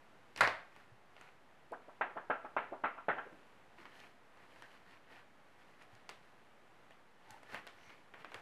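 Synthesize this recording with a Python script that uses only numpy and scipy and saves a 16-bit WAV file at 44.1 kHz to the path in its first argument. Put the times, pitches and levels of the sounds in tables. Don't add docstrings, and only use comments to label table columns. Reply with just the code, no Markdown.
import sys
import numpy as np
from scipy import signal
from scipy.fft import rfft, irfft, next_fast_len
from scipy.io import wavfile
from scipy.ndimage import map_coordinates

SR = 44100
rng = np.random.default_rng(int(sys.argv[2]) if len(sys.argv) > 2 else 0)


def output_pcm(signal):
    pcm = np.clip(np.atleast_2d(signal).T, -1, 1) * 32767
    wavfile.write(sys.argv[1], SR, np.round(pcm).astype(np.int16))


N = 371275


def amp(db):
    return 10 ** (np.asarray(db) / 20)


def unit(x):
    return x / np.sqrt(np.mean(x ** 2) + 1e-20)


def along(points, hz):
    point_hz, values = np.transpose(points)
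    return np.interp(np.log(hz + 1), np.log(point_hz + 1), values)


def colour(x, points):
    size = 2 * next_fast_len(len(x) // 2 + 2048)
    gain = amp(along(points, np.fft.rfftfreq(size, 1 / SR)))
    cepstrum = irfft(np.log(gain))
    cepstrum[1:size // 2] *= 2
    cepstrum[size // 2 + 1:] = 0
    response = np.exp(rfft(cepstrum))
    return irfft(rfft(x, size) * response)[:len(x)]


def add(track, start_s, sound):
    part = track[round(start_s * SR):][:len(sound)]
    part += sound[:len(part)]


def wobble(rate):
    knots = rng.standard_normal(int(N * rate / SR) + 4)
    return map_coordinates(knots, [np.arange(N) * rate / SR])


# frequency in Hz, time to fall by 60 dB in seconds.
ROOM_DECAY = [(100, 0.32), (400, 0.37), (1000, 0.38), (2000, 0.39), (5000, 0.36), (12000, 0.29)]


def reflections(early_db, tail_db):
    hz, frame_s, bands = signal.stft(rng.standard_normal(SR // 2), SR, nperseg=256)
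    decay = amp(-60 * frame_s / along(ROOM_DECAY, hz)[:, None])
    tail = signal.istft(bands * decay, SR, nperseg=256)[1]
    t = np.arange(len(tail)) / SR
    tail *= 1 - np.exp(-t / 0.0034)
    early = rng.standard_normal(len(t)) ** 3
    early *= amp(-60 * t / 0.15) * (1 - np.exp(-(t / 0.0018) ** 2))
    return amp(tail_db) * tail / np.linalg.norm(tail) + amp(early_db) * early / np.linalg.norm(early)


def burst(t60, spectrum, early_db, tail_db):
    echo = reflections(early_db, tail_db)
    t = np.arange(len(echo)) / SR
    crack = rng.standard_normal(len(echo)) * amp(-60 * t / t60)
    x = colour(crack / np.linalg.norm(crack) + echo, spectrum)
    return x / np.linalg.norm(x) * np.sqrt(.004 * SR)


def friction(spectrum, slips_per_s, grain_db):
    slips = (rng.random(N) < slips_per_s / SR) * rng.standard_normal(N)
    rough = amp(grain_db) * unit(slips) + rng.standard_normal(N)
    return unit(colour(rough, spectrum))


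# frequency in Hz, gain in dB.
AIR_TONE = [(20, -13), (50, -9), (110, -3), (220, -1.5), (420, -2), (800, -1), (1300, -4), (2000, -7.5),
            (3200, -14.5), (5000, -23), (7500, -27), (12500, -31), (13500, -44.5), (15500, -42)]
AIR_DB = -65.5


def air():
    noise = unit(colour(rng.standard_normal(N), AIR_TONE))
    return amp(AIR_DB + 0.72 * wobble(3.8)) * noise


# start in seconds, level in dB, pitch in Hz.
THUMPS = [(.410, -51, 105), (0.411, -38, 237), (.763, -59, 112), (0.917, -49.5, 117), (3.782, -49, 340),
          (3.857, -53.5, 275), (5.928, -52, 112), (7.307, -56, 102), (7.871, -56, 106), (8.348, -52, 115)]


def bumps(t60=0.1):
    out, t = np.zeros(N), np.arange(SR // 4) / SR
    for start_s, db, hz in THUMPS:
        thump = np.sin(2 * np.pi * hz * t) * amp(-60 * t / t60) * (1 - np.exp(-t / 0.0077))
        add(out, start_s, amp(db) * thump)
    return out


# middle in seconds, spread in seconds, rub in dB, hiss in dB (both before the layer trims).
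SLIDES = [(0.399, 0.017, -50, -60.5), (0.775, 0.059, -70.5, -81), (1.223, 0.053, -67.5, -78.5),
          (3.809, 0.024, -61, -75), (3.991, 0.063, -70, -72), (4.425, .03, -69.5, -95),
          (4.62, 0.1, -74, -79), (4.741, .03, -68.5, -81), (4.92, .04, -65.5, -78.5),
          (5.149, .045, -61.5, -75.5), (5.673, 0.073, -74, -83), (5.823, .015, -68, -77.5),
          (5.955, 0.038, -73, -81), (6.922, 0.021, -74, -83), (7.321, 0.055, -64.5, -76.5),
          (7.538, 0.044, -53.5, -67.5), (7.864, 0.11, -69, -77), (8.207, .018, -59.5, -74),
          (8.356, 0.047, -67, -76)]
# middle in seconds, spread in seconds, rub in dB, hiss in dB (both before the layer trims).
SHIFTING = (5.5, 9, -76, -94)
# middle in seconds, spread in seconds, pitch in Hz, level in dB before the stroke's reflections.
SINGING_EDGES = [(3.99, 0.077, 1770, -68.5), (4.024, 0.018, 2470, -63.5), (4.638, 0.016, 1690, -56.5),
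                 (7.316, .04, 860, -60.5), (7.85, 0.044, 5830, -77), (7.91, 0.048, 2280, -65.5),
                 (8.365, 0.011, 810, -57.5)]
# frequency in Hz, gain in dB.
RUB_TONE = [(50, -18.5), (100, -3.5), (180, -4.5), (300, -5), (500, -5.5), (850, -1.5), (1200, -5.5),
            (1800, -0.5), (3000, -14), (4500, -23), (8000, -45)]
# frequency in Hz, gain in dB.
HISS_TONE = [(1200, -24), (2300, 2), (4200, 12), (6500, 1.5), (10000, -1.5), (13000, -4.5), (16000, -24)]
# frequency in Hz, gain in dB.
CRINKLE_TONE = [(600, -13), (1800, 5.5), (3000, 24.5), (4500, -7), (7000, -6.5), (13000, -35)]


def rustle(rub_db=-1, hiss_db=-1, crinkle_db=-1, scrape_width=0.064):
    t = np.arange(N) / SR

    def swell(middle_s, spread_s):
        return np.exp(-np.minimum(((t - middle_s) / spread_s) ** 2 / 2, 20))

    strokes = SLIDES + [SHIFTING]
    pressure = sum(amp(db) * swell(middle_s, spread_s) for middle_s, spread_s, db, _ in strokes)
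    speed = sum(amp(db) * swell(middle_s, spread_s) for middle_s, spread_s, _, db in strokes)
    rub = amp(rub_db) * pressure * friction(RUB_TONE, slips_per_s=200, grain_db=-3.5)
    hiss = amp(hiss_db) * speed * friction(HISS_TONE, slips_per_s=450, grain_db=-6.0)
    crinkle = amp(crinkle_db) * speed * friction(CRINKLE_TONE, slips_per_s=70, grain_db=20)
    out = (rub + hiss + crinkle) * amp(1.03 * wobble(35))
    for middle_s, spread_s, hz, db in SINGING_EDGES:
        band = [hz * (1 - scrape_width), hz * (1 + scrape_width)]
        edge = signal.butter(2, band, "band", fs=SR, output="sos")
        singing = unit(signal.sosfilt(edge, rng.standard_normal(N)))
        out += amp(db) * swell(middle_s, spread_s) * singing
    return out + signal.fftconvolve(out, reflections(early_db=-6.5, tail_db=-13.0))[:N]


# frequency in Hz, gain in dB.
BODY_TONE = [(80, -20), (250, -5.5), (600, 2), (1100, 1.5), (1900, 1), (3000, -7.5), (4500, -25.5),
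             (9000, -39)]


def creases(count=4, body_db=13, snap_db=5, scatter_db=5):
    flips = np.zeros(N)
    for middle_s, spread_s, _, hiss_db in SLIDES:
        for when, size in rng.uniform(-1, 1, (count, 2)):
            add(flips, middle_s + 1.3 * spread_s * when, [amp(hiss_db + scatter_db * size)])
    body = burst(.008, BODY_TONE, early_db=-8, tail_db=-6)
    snap = burst(.004, CRINKLE_TONE, early_db=-14, tail_db=-10)
    return signal.fftconvolve(flips, amp(body_db) * body + amp(snap_db) * snap)[:N]


# start in seconds, body in dB, snap in dB, tilt of the snap's tone in dB per octave.
CATCHES = [(0.362, -48, -45, -3), (0.3758, -49, -47.5, 1.5), (0.4092, -31, -35.5, 2.5),
           (0.4749, -28, -37, -9), (.763, -54.5, -69, 4), (1.166, -55.5, -60, -14), (1.212, -50, -64, 7),
           (1.720, -65, -67.5, 6), (3.8544, -47, -57, -11.5), (4.002, -63, -58.5, 0), (4.373, -59, -72, 3),
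           (4.56, -56.5, -71, -3), (4.6228, -48, -57.5, -2), (4.910, -69, -65, -5), (5.823, -58, -65, 1),
           (5.952, -62, -63.5, -3), (6.092, -44.5, -47.5, -4.5), (6.097, -48, -57, 8),
           (6.908, -55, -67, -2), (7.307, -66, -55.5, 9), (7.432, -54, -64.5, -1), (7.545, -35.5, -62, 9),
           (7.668, -47.5, -58, 5), (7.674, -50.5, -51.5, -8), (7.894, -54, -70, -9),
           (7.9028, -52.5, -63, -10), (8.139, -49, -74, -14), (8.143, -48, -68, -9),
           (8.2462, -42.5, -61, -2), (8.3183, -47, -65, -2), (8.3439, -40, -53, 3)]
# frequency in Hz, gain in dB.
SNAP_TONE = [(1000, -32.5), (2500, 5), (3500, 6.5), (4700, 4), (6000, -1), (9000, -5), (12000, -15),
             (16000, -26)]


def ticks():
    out = np.zeros(N)
    for start_s, body_db, snap_db, tilt in CATCHES:
        tilted = [(hz, db + tilt * np.log2(hz / 5000)) for hz, db in SNAP_TONE]
        add(out, start_s, amp(body_db) * burst(0.013, BODY_TONE, early_db=-6, tail_db=-4.0))
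        add(out, start_s, amp(snap_db) * burst(.007, tilted, early_db=-12, tail_db=-8))
    return out


# start in seconds, level in dB.
BLOWS = [(0.4074, -16.5), (0.4156, -25.5), (0.4332, -21.5), (0.4758, -31.5)]
# frequency in Hz, relative level in dB, time to fall by 60 dB in seconds.
TABLE_MODES = [(579, -1, 0.23), (680, -6, 0.37), (739, -2, 0.2), (893, -4.5, 0.37), (1080, 15, 0.25),
               (1000, -1.5, 0.22), (1047, -4.5, 0.43), (1128, 9, 0.14), (1573, 0, 0.18), (1640, 7.5, 0.39),
               (1580, -4, 0.62), (1707, 2, 0.28), (1840, -15, .3), (1971, -10, 0.16), (2200, -16, .36),
               (2460, -6, 0.47)]
# frequency in Hz, gain in dB.
THUD_TONE = [(40, -41), (100, -7.5), (180, -14.5), (350, -16.5), (550, -1), (1000, 0.5), (1500, 0.5),
             (2100, -0.5), (2900, -17.5), (4300, -17), (6000, -31.5), (10000, -38), (15000, -64)]


def clap(ring_db=-8):
    out, t = np.zeros(N), np.arange(SR // 2) / SR
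    for start_s, db in BLOWS:
        ring = np.zeros(len(t))
        for hz, mode_db, t60 in TABLE_MODES:
            ring += amp(mode_db - 60 * t / t60) * np.sin(2 * np.pi * (hz * t + rng.random()))
        ring *= (1 - np.exp(-t / .002)) / np.max(np.abs(ring))
        add(out, start_s, amp(db) * burst(0.058, THUD_TONE, early_db=-2.0, tail_db=-1.5))
        add(out, start_s, amp(db + ring_db) * ring)
    return out


# start in seconds, level in dB before the sheet's own tone and trim, bend time in seconds,
# wait until it pops through in seconds.
HARD_BUCKLES = [(2.0100, -24, 0.0065, .002), (2.2988, -25, .010, 0.0088), (2.565, -23, 0.0051, 0.008),
                (2.8373, -23.5, 0.0093, .008), (3.084, -22.5, .007, .013)]
BUCKLE_FROM_HZ, BUCKLE_TO_HZ = 482, 2175
THROUGH_DB, THROUGH_BEND_S, THROUGH_FROM_HZ = -4, 0.00503, 797
# start in seconds, level in dB before the sheet's own tone and trim, bend time in seconds,
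# top pitch in Hz.
SOFT_BENDS = [(1.7187, -40, 0.022, 1810), (1.882, -49.5, 0.0159, 1600), (2.166, -34.5, 0.013, 1970),
              (2.446, -38.5, 0.011, 1786), (2.72, -38.5, 0.019, 1470), (2.978, -39, .007, 1740),
              (3.182, -31.5, 0.00704, 1886), (3.262, -50.5, 0.01, 680), (3.326, -51.5, 0.0067, 356)]
BEND_FROM_HZ, BEND_HEAD_START_S = 177, .002
LEAD_S, LEAD_DB, LEAD_RISE = 0.008, -12, 1.8


def flexes():
    moves = []
    for start_s, db, bend_s, wait_s in HARD_BUCKLES:
        moves.append((start_s, db, bend_s, BUCKLE_FROM_HZ, BUCKLE_TO_HZ))
        moves.append((start_s + wait_s, db + THROUGH_DB, THROUGH_BEND_S, THROUGH_FROM_HZ, BUCKLE_TO_HZ))
    for start_s, db, bend_s, top_hz in SOFT_BENDS:
        from_hz = BEND_FROM_HZ + top_hz * BEND_HEAD_START_S / bend_s
        moves.append((start_s - LEAD_S, db + LEAD_DB, LEAD_S, from_hz, from_hz * LEAD_RISE))
        moves.append((start_s, db, bend_s, from_hz, top_hz))
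    return moves


# frequency in Hz, gain in dB.
SHEET_TONE = [(25, -20), (60, -10), (150, -3), (320, -0.5), (450, -.5), (700, -1), (1100, -7), (1450, -4.5),
              (2200, -2), (3000, -3.5), (4200, -10), (6000, -58.5)]
# frequency in Hz, width in Hz, level in dB.
RESONANCES = [(129, 28, -7.5), (266, 20, -1), (656, 18, -6.5), (848, 23, -4), (1354, 15, 3), (1600, 70, -8),
              (2060, 12, -11), (2480, 25, -9), (2673, 19, 5)]
# delay in seconds before its random stretch, level in dB.
NEAR_SURFACES = [(.0027, -12.5), (.0058, -5.5), (.0093, -21)]


def sheet(overtone_db=-22, pop_db=-8, flutter_db=5.0, ring_db=0):
    out, t = np.zeros(N), np.arange(SR // 8) / SR
    for start_s, db, bend_s, from_hz, to_hz in flexes():
        u = t / bend_s
        pitch = from_hz + (to_hz - from_hz) * np.minimum(u, 1.1)
        phase = 2 * np.pi * np.cumsum(pitch) / SR
        swell = (1 - np.exp(-u / 0.066)) * np.exp(-np.minimum(u / 0.85, 3) ** 4)
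        flutter = amp(flutter_db * np.sin(2 * np.pi * (210 * t + rng.random())))
        note = swell * flutter * (np.sin(phase) + amp(overtone_db) * np.sin(2 * phase))
        hardness = min(0.0089 / bend_s, 1) ** 2
        pop = amp(pop_db) * hardness * burst(0.09, BODY_TONE, early_db=-3.0, tail_db=2.5)
        answer = reflections(early_db=1.5, tail_db=-4.0)
        answer[0] += 1
        for delay_s, bounce_db in NEAR_SURFACES:
            add(answer, delay_s * rng.uniform(0.855, 1.3), [amp(bounce_db)])
        whup = signal.fftconvolve(answer, note)[:len(pop)] + pop
        add(out, start_s, amp(db - 1.5) * colour(whup, SHEET_TONE))
    ring = np.zeros(N)
    for hz, width_hz, mode_db in RESONANCES:
        ring += amp(mode_db) * signal.lfilter(*signal.iirpeak(hz, hz / width_hz, SR), out)
    return out + amp(ring_db) * ring


def scene():
    background = air() + bumps()
    handling = rustle() + creases() + ticks()
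    return (background + handling + clap() + sheet())[None]


TOP_HZ = 15300


def record(dry):
    size = next_fast_len(N + SR // 2)
    kept = np.fft.rfftfreq(size, 1 / SR) < TOP_HZ
    offset = .0006
    return irfft(rfft(dry, size) * kept, size)[:, :N] + offset


dry = scene()
out = record(dry)
output_pcm(out)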